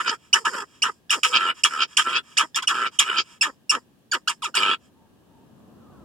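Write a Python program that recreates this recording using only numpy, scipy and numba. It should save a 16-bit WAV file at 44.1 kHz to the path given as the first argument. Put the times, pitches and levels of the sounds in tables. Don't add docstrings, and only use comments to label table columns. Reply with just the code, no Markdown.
import sys
import numpy as np
from scipy import signal
from scipy.fft import rfft, irfft
from scipy.io import wavfile
from scipy.ndimage import uniform_filter1d
from numba import njit

SR = 44100
rng = np.random.default_rng(int(sys.argv[2]) if len(sys.argv) > 2 else 0)


def dump_mix(stems):
    frames = np.atleast_2d(stems).T
    limited = np.clip(frames, -1, 1)
    pcm = np.round(limited * 32767).astype(np.int16)
    wavfile.write(sys.argv[1], SR, pcm)


N = 266496
TIME = np.arange(N) / SR
TOP_HZ = 15900


def undb(db):
    return 10 ** (np.asarray(db) / 20)


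def unit(x):
    return x / np.sqrt(np.mean(x ** 2))


def add(out, s, sound):
    i = int(s * SR)
    out[i:i + len(sound)] += sound[:N - i]


def shaped(x, points):
    hz, db = np.transpose(points)
    log_hz = np.log(np.arange(N // 2 + 1) * SR / N + 1)
    return irfft(rfft(x) * undb(np.interp(log_hz, np.log(hz), db)), N)


def wander(size):
    return unit(uniform_filter1d(uniform_filter1d(rng.standard_normal(N), size), size))


def lag(x, s):
    return signal.lfilter([1 / (s * SR)], [1, 1 / (s * SR) - 1], x)


@njit
def band(x, g, k):
    y, b, l = np.empty(len(x)), 0., 0.
    for i in range(len(x)):
        v = (b + g[i] * (x[i] - l)) / (1 + g[i] * (g[i] + k))
        b, l, y[i] = 2 * v - b, l + 2 * g[i] * v, k * v
    return y


def ring(x, modes, shift=1):
    out = 0
    for k, (hz, width, db) in enumerate(modes):
        g = np.tan(np.pi * hz / SR) * shift * np.ones(N)
        once = band(x + 1e-18, g, width / hz)
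        twice = band(once, g, width / hz)
        out = out + (-1) ** k * undb(db) * twice
    return unit(out)


def cycles(hz, jitter):
    turns = np.cumsum(hz) / SR
    marks = np.cumsum(np.exp(jitter * rng.standard_normal(N // 10) - jitter ** 2 / 2))
    return np.searchsorted(turns, marks[marks < turns[-1]])


def slaps(hz, jitter, scatter_db):
    out, i = np.zeros(N), cycles(hz, jitter)
    out[i] = undb(scatter_db * rng.standard_normal(N // 10))[:len(i)]
    return unit(out)


# (frequency [Hz], level [dB])
RUMBLE_SPECTRUM = [(25, -15.5), (70, -5), (230, 1), (480, -10), (1200, -17.5), (3000, -58.5)]
# (time [s], level [dB])
RUMBLE_SWELL = [(0, -61), (4.3, -60.5), (5.2, -57), (5.6, -52), (6.04, -48)]
# (frequency [Hz], level [dB])
HISS_SPECTRUM = [(1200, -46.5), (1600, -3), (2100, -16.5), (2800, -9), (5000, -17), (16000, -20)]
HISS_DB = -69


def background():
    shared, left, right = (unit(shaped(rng.standard_normal(N), RUMBLE_SPECTRUM)) for _ in range(3))
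    rumble = .7 * shared + .7 * np.array([undb(1.5) * left, undb(-1.5) * right])
    hiss = np.array([unit(shaped(rng.standard_normal(N), HISS_SPECTRUM)) for _ in range(2)])
    rumble_db = np.interp(TIME, *np.transpose(RUMBLE_SWELL))
    hiss_db = HISS_DB + np.interp(TIME, [5, 6], [0, 3])
    return undb(rumble_db) * rumble + undb(hiss_db) * hiss


# (time [s], length [s], pitch at start [Hz], at end [Hz], level [dB])
FAR_WHISTLES = [(4.948, 0.13, 897, 920, -62), (5.287, 0.18, 903, 920, -61), (5.799, 0.24, 1385, 960, -59),
                (5.906, 0.19, 1547, 1120, -61)]


def whistles():
    out = np.zeros(N)
    for s, length, a_hz, b_hz, db in FAR_WHISTLES:
        u = np.linspace(0, 1, int(length * SR))
        tremble = .5 * uniform_filter1d(rng.standard_normal(len(u)), size=300)
        hz = (a_hz + (b_hz - a_hz) * u) * (1 + tremble)
        add(out, s, undb(db) * np.sin(np.pi * u) ** .5 * np.sin(2 * np.pi * np.cumsum(hz) / SR))
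    return out


CABIN_T60_S, CABIN_DB = 0.041, -5


def cabin(x):
    t = np.arange(int(.2 * SR)) / SR
    tail = rng.standard_normal((2, len(t))) * np.exp(-np.log(1000) * t / CABIN_T60_S) * (t > .002)
    tail = tail / np.sqrt(np.sum(tail ** 2, axis=1, keepdims=True))
    upper = signal.lfilter(*signal.butter(1, 1400, "high", fs=SR), x)
    return undb(CABIN_DB) * signal.fftconvolve(upper[None], tail, axes=1)[:, :N]


# (centre [Hz], width of each pass [Hz], level [dB])
THROAT_MODES = [(931, 160, 3.3), (1252, 500, 3.6), (1846, 290, 2.1)]
MOUTH_MODES = [(2480, 2000, 6.5), (3256, 130, 13.6)]
LIPS_MODES = [(5200, 1100, -2), (7086, 1360, -11), (7890, 1700, -6), (9930, 1900, -21.5),
              (13400, 2800, -23.5)]
# (time [s], length [s], level [dB])
BREATHS = [(0.176, 0.14, -63.5), (0.67, 0.15, -61.5), (1.542, 0.085, -51.5), (1.875, 0.093, -53.5),
           (2.229, 0.15, -56), (2.913, 0.07, -52.5), (3.227, 0.16, -55.5), (4.795, 0.1, -67)]
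PANT_EDGE_DB, PANT_PEAK = -8, .6


def panting():
    air, gain = rng.standard_normal(N), np.zeros(N)
    for s, length, db in BREATHS:
        u = np.linspace(0, 1, int(length * SR))
        swell_db = np.interp(u, [0, PANT_PEAK, 1], [PANT_EDGE_DB, 0, PANT_EDGE_DB])
        add(gain, s, undb(db + swell_db) * np.sin(np.pi * u) ** .2)
    return gain * (ring(air, THROAT_MODES) + undb(4.0) * ring(air, MOUTH_MODES) + undb(1.5) * ring(air, LIPS_MODES))


# (centre [Hz], width of each pass [Hz], level [dB])
CHEST_MODES = [(196.5, 120, 0.5), (392, 230, 6.5)]
# (time [s], length [ms], pitch at start [Hz], at end [Hz], chest level [dB], throat minus chest [dB])
LOW_GRUNTS = [(0.109, 34, 495.3, 396, -36.5, 8.5), (0.386, 50.5, 560, 410, -43.5, -10),
              (0.497, 61, 553.8, 327, -41.5, -1.5), (0.538, 105, 539.7, 392, -39, 6),
              (.88, 23, 532, 378, -36.5, 8.5), (1.151, 41, 540.5, 191, -34, -5),
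              (1.263, 60, 521, 480, -38, -6), (2.427, 29.4, 304.4, 316, -35, 0),
              (3.462, 42.6, 335.5, 256, -35.5, -1), (3.741, 45, 292.6, 220, -32.5, -1),
              (4.144, 35, 405.8, 209, -37.5, -10), (4.466, 35, 473.5, 231, -42, -10),
              (4.57, 178, 100.2, 87, -34, -0.5)]


def grunts():
    hz, chest, throat = np.full(N, 300.), np.zeros(N), np.zeros(N)
    for s, ms, a_hz, b_hz, db, throat_db in LOW_GRUNTS:
        u = np.linspace(0, 1, int(ms * SR / 1000))
        add(hz, s, a_hz * (b_hz / a_hz) ** u - 300)
        add(chest, s, undb(db) * np.sin(np.pi * u) ** 0.19)
        add(throat, s, undb(db + throat_db) * np.sin(np.pi * u) ** 0.23)
    turn = 2 * np.pi * np.cumsum(hz * (1 + .05 * wander(size=90))) / SR
    partials = sum(np.cos(k * turn) * (k * hz < 2200) * (k * hz > 150) for k in range(1, 23))
    buzz = np.sqrt(hz / 300) * partials * undb(3 * wander(size=120))
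    return chest * ring(buzz, CHEST_MODES) + throat * ring(buzz, THROAT_MODES)


# (time [s], length [ms], pitch at start, middle, end [Hz], level before the envelope [dB],
# second partial [dB], step for each higher partial [dB])
SQUEAK_NOTES = [(0.328, 17.3, 1997, 3010, 2380, -8, -1.5, -11.5),
                (0.442, 35, 1023, 1870, 3600, -30, -32.5, 1),
                (0.819, 19.4, 1984, 2850, 2730, -13.5, -1.5, -7.5),
                (1.095, 11.5, 1557, 1860, 2230, -19.5, -4, -4.5),
                (1.1046, 4.25, 2700, 2780, 3200, 1, -6, 1.5),
                (1.635, 9.3, 2190, 2730, 3320, -7.5, -0.5, -3),
                (1.968, 10.2, 2034, 2820, 3750, -7.5, -3.5, -2),
                (2.369, 21.15, 1347, 2540, 2930, -10.5, -3, -2.5),
                (2.545, 10.7, 1640, 1800, 1750, -23, 3, -5.5),
                (2.619, 18, 1097, 1034, 880, -26, -11.5, 1.5),
                (2.633, 12.5, 1320, 1500, 1300, -19.5, -20, -2),
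                (2.672, 14.3, 2541, 2950, 1870, -12, -2.5, -6),
                (2.988, 13.93, 2714, 3440, 4260, -7, -2, -3.5),
                (3.410, 16.2, 2592, 2670, 2380, -9.5, -1.5, -4.5),
                (3.694, 18, 2495, 2820, 2300, -14.5, 3.5, -4),
                (4.114, 10.7, 2320, 2310, 2400, -28.5, 14.5, -7),
                (4.12, 23.8, 1860, 1460, 1490, -9.5, -17.5, 3), (4.139, 17, 1591, 1430, 800, -17, -3.5, -2),
                (4.274, 15.1, 1300, 1475, 1850, -9, -7.5, 2), (4.291, 18.3, 1366, 940, 1100, -25, -13, 5.5),
                (4.42, 27.4, 1401, 1020, 920, -21.5, -10, 3),
                (4.445, 25.6, 1537, 1280, 1210, -19.5, -6, -3.5),
                (4.541, 9.2, 1307, 1480, 1400, -13.5, -13.5, 1.5)]
# (frequency [Hz], level [dB])
SQUEAK_COLOUR = [(1400, -2.5), (2050, -4), (3100, 4), (4200, -4), (5200, 0.5)]
SQUEAK_THIN_DB = -9


def squeaks():
    out, shake, flicker = np.zeros(N), wander(size=25), wander(size=7)
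    for s, ms, a_hz, b_hz, c_hz, db, second_db, step_db in SQUEAK_NOTES:
        u, i = np.linspace(0, 1, int(ms * SR / 1000)), int(s * SR)
        hz = np.polyval(np.polyfit([0, .5, 1], [a_hz, b_hz, c_hz], 2), u)
        hz = hz * (1 + .05 * u ** 3 * shake[i:][:len(u)])
        turn = 2 * np.pi * np.cumsum(hz) / SR
        higher = [second_db + step_db * k + SQUEAK_THIN_DB * min(k - 1, 3.) for k in range(1, 8)]
        note = 0
        for k, level_db in enumerate([0, second_db] + higher, start=1):
            top_db = -4.1 * np.maximum(k * hz / 1000 - 9, 0)
            note = note + (k * hz < TOP_HZ) * undb(level_db + top_db) * np.sin(k * turn)
        note = note * (1 + (.07 + .18 * u ** 2) * flicker[i:][:len(u)])
        rise = np.minimum(u * ms / 3.5, 1) ** 0.78 * (0.56 + 0.27 * u)
        release = np.minimum((1 - u) * ms / 4, 1)
        add(out, s, undb(db) * rise * release * note)
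    return shaped(out, SQUEAK_COLOUR)


FADE_DB = -40
# (start time [s], end time [s], throat level at start [dB], at end [dB], mouth level [dB],
# depth of the flutter [0-1], reference time for counting flaps [s], sometimes before the growl,
# flap rate at that time [Hz])
GROWL_CALLS = [(0.032, 0.141, -27.5, -33, -41.5, 0.3, 0.048, 65.4),
               (0.514, 0.62, -30, -32, -45, .45, .534, 60.7),
               (1.304, 1.371, -27, -27.5, -37.5, 0.7, 1.327, 118.6),
               (1.381, 1.503, -21, -23, -30, 0.5, 1.2, 111.6),
               (1.685, 1.831, -32, -24, -39.5, .65, 1.41, 108.3),
               (2.042, 2.186, -26, -28, -33, .45, 2.056, 137.6),
               (2.721, 2.864, -27, -22, -34, 0.8, 2.736, 124.4),
               (3.035, 3.196, -29, -26.5, -34, 0.4, 2.83, 102.1),
               (4.58, 4.734, -24.5, -23.5, -24, .55, 4.603, 104.9)]
GROWL_ATTACK_S, GROWL_ATTACK_DB, GROWL_RELEASE_S, RELEASE_BEND = .03, -13.5, .036, 1.4
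GROWL_LIPS_DB, FLUTTER_RISE_S, FLAP_SAG_HZ_PER_S = -44, .02, 100


def growls():
    gains, flutter, flaps = np.zeros((3, N)), np.zeros(N), np.zeros(N)
    for s, end, a_db, b_db, mouth_db, depth, reference_s, flap_hz in GROWL_CALLS:
        t = np.arange(int((end - s + 2 * GROWL_RELEASE_S) * SR)) / SR
        attack_db = GROWL_ATTACK_DB * np.maximum(1 - t / GROWL_ATTACK_S, 0)
        release_db = FADE_DB * (np.maximum(t - end + s, 0) / GROWL_RELEASE_S) ** RELEASE_BEND
        throat_db = np.interp(t, [0, end - s], [a_db, b_db])
        for gain, db in zip(gains, (throat_db, mouth_db, GROWL_LIPS_DB)):
            add(gain, s, undb(db + attack_db + release_db))
        span = slice(int(s * SR), int(s * SR) + len(t))
        flutter[span] = depth * np.minimum(t / FLUTTER_RISE_S, 1)
        since = t + s - reference_s
        flaps[span] = since * (flap_hz - FLAP_SAG_HZ_PER_S * since / 2)
    return gains, flutter, flaps


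# (centre time [s], standard deviation of the bell [ms], peak level of throat, mouth, lips [dB])
MOUTH_GAPES = [(0.084, 13.6, -21.5, -24, -24.5), (0.546, 4.9, -28, -42, -36.5),
               (1.357, 14.3, -20, -12.5, -23.5), (1.499, 12, -64, -30.5, -43),
               (1.82, 14.3, -33, -18, -25.5), (2.07, 9.5, -21, -46, -45), (2.16, 13, -27, -20.5, -26.5),
               (2.867, 9.9, -42.5, -27.5, -34), (3.098, 14.5, -28, -32, -44),
               (3.189, 14.1, -33, -18.5, -22), (4.576, 11.2, -29, -24, -23.5)]
LIPS_LAG_S = 0.0045


def gapes():
    gains = np.zeros((3, N))
    for s, ms, *dbs in MOUTH_GAPES:
        bump = np.exp(-.5 * np.linspace(-4, 4, int(8 * ms * SR / 1000)) ** 2)
        for gain, db, late_s in zip(gains, dbs, (0, 0, LIPS_LAG_S)):
            add(gain, s - 4 * ms / 1000 + late_s, undb(db) * bump)
    return gains


# (time [s], throat swell [ms], throat fade [ms], mouth and lips fade [ms],
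# level of throat, mouth, lips [dB])
BARK_CALLS = [(0.0, 1.4, 50, 200, -21, -28.5, -39), (0.339, 10.9, 81, 130, -16.5, -22, -24),
              (0.449, 20.5, 53, 270, -15.5, -25, -31.5), (0.831, 7.76, 110.5, 133, -21, -25, -28.5),
              (1.109, 19.2, 83, 117, -23.5, -16, -18.5), (1.231, 13.8, 85, 220, -25, -16, -23),
              (1.644, 8, 75, 94.7, -23, -17, -22), (1.976, 6.13, 103, 127, -21.5, -17, -21),
              (2.383, 22.5, 85, 103, -21.5, -18.5, -22.5), (2.556, 12.7, 87, 52, -27, -20.5, -14.5),
              (2.623, 12.3, 50.7, 43, -43, -30.5, -27.5), (2.682, 33.4, 54.2, 102, -21, -21, -23.5),
              (2.997, 8, 80, 72, -25.5, -15, -18), (3.424, 17.1, 97.5, 95, -23, -22.5, -22),
              (3.711, 13, 95.6, 91, -22, -23.5, -23.5), (4.134, 7.2, 65.7, 67, -21.5, -29, -27),
              (4.29, 1.27, 78.5, 74, -28.5, -24.5, -25), (4.438, 34, 52.4, 73, -35.5, -27, -24.5),
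              (4.55, 1.32, 110, 123, -26.5, -20.5, -20.5)]
BARK_ATTACK_S, SWELL_DB = .0015, -12.5
BRIGHT_ATTACK_SHARE = 0.19
THROAT_BEND, MOUTH_BEND, LIPS_BEND = 1.3, 0.76, 0.91
BURST_SHARE, BURST_BEND, TAIL_DB = .65, 2.8, -8


def fall(u, tail_db):
    burst = undb(FADE_DB * (u / BURST_SHARE) ** BURST_BEND)
    return (burst + undb(TAIL_DB + tail_db)) / (1 + undb(TAIL_DB))


def barks():
    gains, ms = np.zeros((3, N)), np.arange(int(.3 * SR)) * 1000 / SR
    attack = np.minimum(ms / 1000 / BARK_ATTACK_S, 1)
    for s, swell, fade, bright, db, mouth_db, lips_db in BARK_CALLS:
        u = np.maximum(ms - swell, 0) / fade
        swell_db = SWELL_DB * np.maximum(1 - ms / swell, 0)
        add(gains[0], s, attack * undb(db + swell_db) * fall(u, FADE_DB * u ** THROAT_BEND))
        opens = np.minimum(attack, ms / (BRIGHT_ATTACK_SHARE * swell))
        mouth_fall = fall(ms / (swell + fade), FADE_DB * (ms / bright) ** MOUTH_BEND)
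        add(gains[1], s, opens * undb(mouth_db) * mouth_fall)
        add(gains[2], s, opens * undb(lips_db + FADE_DB * (ms / bright) ** LIPS_BEND))
    return gains


# (centre [Hz], width of each pass [Hz], level [dB])
GROWL_THROAT_MODES = [(969, 260, -2), (1412, 550, -1), (1794, 450, 1)]
GROWL_MOUTH_MODES = [(2512, 560, 6), (3193, 270, 8.5), (3777, 570, -4), (4450, 580, -16)]
GAPE_LIPS_MODES = [(4650, 240, -1), (4970, 1420, 4), (6900, 1440, -12)]
# (time [s], throat resonance [Hz], mouth resonance [Hz])
JAW_SHAPES = [
    [(0.04, 1412, 3006), (0.15, 1374, 2970)],
    [(0.51, 1450, 2970), (0.61, 1350, 3120), (0.64, 1286, 3153)],
    [(1.31, 1287, 3020), (1.52, 1409, 2820)],
    [(1.69, 1422, 2870), (1.76, 1303, 2939), (1.85, 1345, 3040)],
    [(2.04, 1325, 2910), (2.15, 1414, 3160), (2.2, 1377, 3233)],
    [(2.73, 1286, 2882), (2.844, 1392, 2956), (2.89, 1300, 2920)],
    [(3.05, 1303, 2920), (3.102, 1419, 2815), (3.21, 1275, 3053)],
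    [(4.58, 1287, 2850), (4.75, 1337, 3157)],
]
THROAT_REST_HZ, MOUTH_REST_HZ, TRACT_DRIFT = 1340, 3050, .022
FOLDS_HZ, SLACK_PER_DB = 1450, .012
AIR_SHARE, GROWL_AIR_SHARE = .35, .4
GRIT_HZ, GRIT_DEPTH = 280, .33
MOUTH_CHOP_SHARE, LIPS_CHOP_SHARE, CHOP_WAVER, GAPE_DEPTH = .6, .6, .12, .45
CHEST_DB, CHEST_LAG_S = -17, 0.0072
GROWL_CHEST_DB = 2.5


def rasp():
    bark, (growl, flutter, flaps), gape = barks(), growls(), gapes()
    effort_db = 20 * np.log10(bark[0] + growl[0] + 1e-3)
    s, throat_hz, mouth_hz = np.concatenate(JAW_SHAPES).T
    throat_hz, mouth_hz = np.interp(TIME, s, throat_hz), np.interp(TIME, s, mouth_hz)
    air = rng.standard_normal(N)

    folds_hz = FOLDS_HZ * np.exp(SLACK_PER_DB * (effort_db + 20) + .1 * wander(size=700))
    ragged = (1 - AIR_SHARE) * slaps(folds_hz, .15, 2) + AIR_SHARE * air
    grit = uniform_filter1d(uniform_filter1d(slaps(np.full(N, GRIT_HZ), .3, 3), size=50), size=30)
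    ragged = ragged * (1 + GRIT_DEPTH * (grit / np.mean(grit) - 1))
    locked = slaps(throat_hz * (1 + .02 * wander(size=500)), .06, 1.5)
    steady = (1 - GROWL_AIR_SHARE) * locked + GROWL_AIR_SHARE * air

    opening = 2.4 * np.abs(np.cos(np.pi * (flaps + .06 * wander(size=600)))) ** 3 * undb(wander(size=200))
    waver = 1 + CHOP_WAVER * wander(size=900)
    drift = [1 + TRACT_DRIFT * wander(size=1100) for _ in range(3)]
    moved = [np.sqrt(drift[0]) * throat_hz / THROAT_REST_HZ, drift[1] * mouth_hz / MOUTH_REST_HZ, drift[2]]
    growl_sources, chop_shares = (steady, ragged, ragged), (1, MOUTH_CHOP_SHARE, LIPS_CHOP_SHARE)
    voice = 0
    for gains, depth, tract, shifts, sources in (
            (bark, 0, (THROAT_MODES, MOUTH_MODES, LIPS_MODES), drift, (ragged,) * 3),
            (growl, flutter, (GROWL_THROAT_MODES, GROWL_MOUTH_MODES, LIPS_MODES), moved, growl_sources),
            (gape, GAPE_DEPTH, (GROWL_THROAT_MODES, GROWL_MOUTH_MODES, GAPE_LIPS_MODES), moved, growl_sources)):
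        chop = np.clip(depth * waver, 0, 1)
        for gain, modes, share, shift, source in zip(gains, tract, chop_shares, shifts, sources):
            chopped = source * (1 + share * chop * (opening - 1))
            voice = voice + gain * ring(chopped, modes, shift)

    late = lag(bark[0] + undb(GROWL_CHEST_DB) * (growl[0] + gape[0]), CHEST_LAG_S)
    chest_air = (1 + flutter * (opening - 1)) * rng.standard_normal(N)
    return voice + undb(CHEST_DB) * late * ring(chest_air, CHEST_MODES)


# (frequency [Hz], level [dB])
SIDE_WIDTH = [(300, -15), (1000, -30), (2000, 0.5), (4000, -2.5), (8000, 2)]
# (frequency [Hz], left minus right [dB])
CHANNEL_LEAN = [(1000, -1), (4000, -1.5), (8000, -3.5), (12000, -4)]
PORT_LAG_S = 0.000491
BASS_HZ = 470


def ports(x):
    hz = np.arange(N // 2 + 1) * SR / N
    delay = np.exp(-2j * np.pi * hz * PORT_LAG_S)
    late = irfft(rfft(x) * delay * hz ** 2 / (hz ** 2 + BASS_HZ ** 2), N)
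    mid, side = (x - late) * 0.5, shaped(x + late, SIDE_WIDTH) * 0.35
    left = shaped(mid - side, np.array(CHANNEL_LEAN) * [1, .5])
    right = shaped(mid + side, np.array(CHANNEL_LEAN) * [1, -.5])
    return np.array([left, right])


def scene():
    monkey = rasp() + squeaks() + grunts() + panting()
    monkey = signal.sosfilt(signal.butter(2, 110, "high", fs=SR, output="sos"), monkey)
    return ports(monkey) + cabin(monkey) + background() + whistles()


def record(dry):
    dry = signal.sosfilt(signal.butter(2, 45, "high", fs=SR, output="sos"), dry)
    return signal.sosfilt(signal.ellip(10, .2, 70, TOP_HZ, fs=SR, output="sos"), dry)


dry = scene()
out = record(dry)
dump_mix(out)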